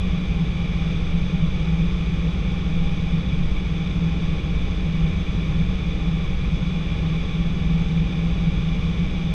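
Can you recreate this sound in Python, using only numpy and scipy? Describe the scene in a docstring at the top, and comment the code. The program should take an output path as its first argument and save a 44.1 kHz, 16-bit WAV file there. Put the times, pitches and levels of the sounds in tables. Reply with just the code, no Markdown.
"""Inside the cockpit of a light aircraft cruising level at night. From the start, a four-cylinder engine
and its propeller drone at about 1820 turns a minute, rough air shakes the body, and wind rushes over the
skin and hisses through vents and seals under a thin whine. Within half a second the shaken cabin air
booms near 164 Hz, then keeps surging, hardest at about 1.4 s and 7.8 s. The drone holds to the end."""
import sys
import numpy as np
from scipy import signal
from scipy.fft import rfft, irfft
from scipy.io import wavfile

SR = 44100
rng = np.random.default_rng(int(sys.argv[2]) if len(sys.argv) > 2 else 0)


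def master_out(mix):
    """Clip the mix to full scale and print it as 16-bit PCM to the path in sys.argv[1]."""
    frames = np.transpose(np.atleast_2d(mix))
    ceiling = np.clip(frames, -1, 1)
    pcm = np.round(ceiling * 32767).astype(np.int16)
    wavfile.write(sys.argv[1], SR, pcm)


N = 411876
TIME = np.arange(N) / SR
FREQS = np.maximum(np.fft.rfftfreq(N, 1 / SR), 1)

# air rushing over the skin: f/Hz, level/dB per Hz
RUSH_SPECTRUM = [(150, -71), (320, -65.5), (500, -68), (720, -77), (890, -75), (965, -82), (1250, -74.5),
                 (1580, -82), (2100, -77.5), (3250, -78), (4150, -91.5), (7200, -103.5), (10000, -112),
                 (12000, -117), (13400, -128)]
# pitches at which panels, vents and door seals ring: f/Hz, width/Hz, level/dB per Hz
GAP_RESONANCES = [(451, 50, -70), (644, 32, -76), (1057, 56, -73), (1146, 66, -72.5), (1425, 130, -82),
                  (1717, 92, -79.5), (2326, 186, -68), (2469, 74, -70), (2930, 100, -82), (3290, 63, -77.5),
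                  (3418, 110, -69.5), (3570, 136, -73), (3834, 180, -78.5), (4820, 920, -88),
                  (5860, 400, -90.5), (6300, 340, -90), (7000, 290, -102), (7870, 480, -102.5),
                  (9250, 610, -110)]
# rumble of the shaken body: f/Hz, level/dB per Hz
SHAKE_SPECTRUM = [(7, -73.5), (12, -33.5), (21, -55.5), (32, -56.5), (41, -43.5), (55, -44), (68, -54),
                  (84, -49), (110, -55), (135, -52.5), (180, -51.5), (205, -58), (250, -65.5), (450, -92.5)]
# how the shaking rises and falls (only the distance from the average counts): t/s, level/dB
SHAKE_LEVELS = [(0.0, -25.5), (0.12, -28), (0.44, -28), (2.12, -29.5), (2.28, -31.5), (2.48, -27.0),
                (2.76, -28), (3.12, -28), (3.32, -27), (3.8, -31.5), (3.96, -30), (4.52, -28.0), (5.2, -28),
                (5.52, -27.0), (5.96, -31.5), (6.08, -29.5), (6.64, -29.5), (6.88, -27.5), (7.08, -30),
                (7.76, -27.5), (7.92, -28), (8.16, -31.0), (8.52, -26.5), (9.33, -31.5)]
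# surges of the cabin boom: peak t/s, length/s, level/dB before the boost, f/Hz
BOOM_SURGES = [(0.15, 0.16, -27.5, 165), (0.409, 0.148, -22.5, 167), (0.626, 0.052, -23.5, 167),
               (0.863, 0.21, -24, 163), (1.16, 0.1, -22.5, 163), (1.348, 0.043, -21, 166),
               (1.436, 0.046, -19, 165), (1.7, 0.22, -22.5, 163), (1.836, 0.076, -22, 164),
               (2.026, 0.12, -23.5, 165), (2.272, 0.078, -21.5, 162), (2.686, 0.092, -24, 163),
               (2.821, 0.187, -30, 164), (3.018, 0.054, -26.5, 168), (3.161, 0.093, -21.5, 165),
               (3.346, 0.059, -25, 164), (3.76, 0.168, -26, 163), (4.043, 0.081, -21, 165),
               (4.25, 0.24, -26, 161), (4.53, 0.056, -32, 160), (4.891, 0.033, -20, 164),
               (5.028, 0.16, -22, 165), (5.414, 0.11, -29, 163), (5.507, 0.04, -24, 159),
               (5.608, 0.083, -21.5, 164), (6.113, 0.16, -22.0, 163), (6.538, 0.048, -24, 160),
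               (6.841, 0.23, -25.5, 162), (7.09, 0.13, -20.5, 163), (7.373, 0.17, -25, 165),
               (7.477, 0.06, -25, 164), (7.76, 0.16, -19.5, 163), (7.977, 0.13, -20, 163),
               (8.26, 0.11, -22, 163), (8.472, 0.091, -22.5, 164), (8.693, 0.1, -22, 161),
               (8.873, 0.14, -25.5, 161), (9.012, 0.11, -23.0, 164), (9.257, 0.13, -27.5, 163)]
# engine cycles per second, one cycle being two turns of the shaft: t/s, f/Hz
CYCLE_RATE = [(0, 15.195), (.8, 15.195), (1.5, 15.21), (3, 15.22), (3.8, 15.2), (5.2, 15.2), (6.2, 15.185),
              (9.34, 15.178)]
# engine tones that keep their average strength: multiple of the cycle rate, level/dB
STEADY_TONES = [(1, -36.4), (2, -37.8), (5, -40), (6, -40.6), (7, -49.4), (8, -42.3), (9, -40.2), (10, -42),
                (12, -30.8), (17, -54), (19, -54), (22, -60), (23, -61), (25, -63), (28, -55.3), (29, -56),
                (30, -54.8), (33, -57.3), (37, -67), (49, -69), (53, -62.5), (55, -69), (57, -64.5)]
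# engine tones that slowly swell and fade: multiple of the cycle rate, list of (t/s, level/dB)
SWELLING_TONES = [(3, [(0, -35), (1.5, -34), (2.5, -28.5), (3, -33), (4.5, -35.5), (5.5, -30), (6.8, -35.5),
                  (8.5, -31.5), (9.34, -32)]), (4, [(0, -28), (.9, -31.5), (1.5, -27.5), (2, -26.5),
                  (2.6, -30), (5.8, -28.8), (6.7, -31.5), (7.6, -29), (9.34, -30)]), (16, [(0, -45),
                  (.5, -44.5), (1.1, -56), (2, -58), (2.6, -48.5), (5.5, -51), (6, -53), (6.5, -45),
                  (7.5, -43), (9.34, -44.5)]), (20, [(0, -49), (2, -48), (3.4, -49.5), (4, -42), (5, -49.5),
                  (6, -44.5), (7, -46), (7.5, -54), (8, -44.5), (9.34, -48)])]


def from_db(db):
    """Turns decibels into a factor to multiply by."""
    return 10 ** (np.asarray(db) / 20)


def curve(rows):
    """Joins (t/s, value) points with straight lines."""
    return np.interp(TIME, *np.transpose(rows))


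def spectrum(rows):
    """Gain at each frequency from (f/Hz, level/dB) points, falling away above the last."""
    hz, db = np.transpose(rows)
    roll_off = np.minimum(hz[-1] / FREQS, 1) ** 2
    return from_db(np.interp(np.log(FREQS), np.log(hz), db)) * roll_off


def resonance(hz, width_hz):
    """Gain of something that rings at one pitch: 1 there, dropping steeply on both sides."""
    detune = (FREQS / hz - hz / FREQS) * hz / width_hz
    return 1 / np.hypot(1, detune ** 2)


def noise(gain):
    """Noise whose strength at each frequency follows the gain."""
    return irfft(rfft(rng.standard_normal(N)) * gain, N) * np.sqrt(SR / 2)


def wander(rate_hz):
    """A smooth random wobble around 0, of typical size 1; a higher rate makes it quicker."""
    drift = noise(1 / (1 + (FREQS / rate_hz) ** 2) ** 2)
    return (drift - drift.mean()) / drift.std()


def whine(level_db=-54):
    """A thin, unsteady tone, as from a small spinning part behind the panel."""
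    tone = noise(resonance(hz=798.4, width_hz=19))
    return from_db(level_db) * tone / tone.std()


def airflow(cycles, pulse_depth=0.041, gust_db=-0.19, flutter_db=0.39):
    """Air rushes over the skin, pushed lightly by each propeller blade, and hisses in the gaps."""
    blade_pulse = np.cos(2 * np.pi * 4 * cycles)  # four blades pass in each engine cycle
    rush = noise(spectrum(RUSH_SPECTRUM)) * (1 + pulse_depth * blade_pulse)
    gap_power = sum((from_db(db) * resonance(hz, width)) ** 2 for hz, width, db in GAP_RESONANCES)
    hiss = noise(np.sqrt(gap_power)) * from_db(flutter_db * wander(rate_hz=26))
    return (rush + hiss) * from_db(gust_db * wander(rate_hz=1.5))


def body_shake(swing=0.98):
    """Rough air shakes the aircraft's body into a deep rumble, now harder, now softer."""
    db = curve(SHAKE_LEVELS)
    return noise(spectrum(SHAKE_SPECTRUM)) * from_db(swing * (db - db.mean()))


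def cabin_boom(hum_db=-31, boost_db=1, drift_hz=2.497, flutter_depth=0.1):
    """Uneven shaking makes the cabin air ring: a ragged hum that firms up into one tone in each surge."""
    pitch = curve([(peak, hz) for peak, _, _, hz in BOOM_SURGES]) + drift_hz * wander(rate_hz=9)
    tone = np.sqrt(2) * np.sin(2 * np.pi * np.cumsum(pitch) / SR)
    surge_power = np.zeros(N)
    for peak, length, db, _ in BOOM_SURGES:
        bell_curve = .5 ** ((2 * (TIME - peak) / length) ** 2)
        surge_power += (from_db(db) * bell_curve) ** 2
    swell = np.sqrt(surge_power)
    surges = swell * (1 + flutter_depth * wander(rate_hz=16)) * tone
    hum = noise(resonance(hz=163.1, width_hz=18.7))
    hum_share = 1 / np.hypot(1, swell / from_db(hum_db))  # the hum gives way as a surge grows
    return from_db(boost_db) * surges + from_db(hum_db) * hum_share * hum / hum.std()


def engine(cycles, waver=0.061, waver_growth=0.006, knock_above=14, knock_spread=.19):
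    """Four firings and four blade passes repeat each cycle, making a stack of tones: the drone."""
    swelling = [(multiple, curve(levels)) for multiple, levels in SWELLING_TONES]
    drone = np.zeros(N)
    for multiple, db in STEADY_TONES + swelling:
        # the cabin smears low tones into a rumble; high ones arrive nearly together, one knock a cycle
        spread_turns = knock_spread if multiple > knock_above else 1
        phase = 2 * np.pi * (multiple * cycles + spread_turns * rng.standard_normal())
        depth = waver + waver_growth * multiple  # higher tones waver more in the unsteady air
        drone += from_db(db) * np.sqrt(2) * (1 + depth * wander(rate_hz=2.5)) * np.cos(phase)
    return drone


def scene():
    """Everything as heard from a seat in the cabin, in one channel."""
    cycles = np.cumsum(curve(CYCLE_RATE)) / SR  # engine cycles completed so far
    return (engine(cycles) + cabin_boom() + body_shake() + airflow(cycles) + whine())[None]


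def record(dry):
    """Cuts away the highest treble, above 13500 Hz."""
    low_pass = signal.ellip(8, .2, 70, 13500, fs=SR, output="sos")
    return signal.sosfilt(low_pass, dry)


dry = scene()
out = record(dry)
master_out(out)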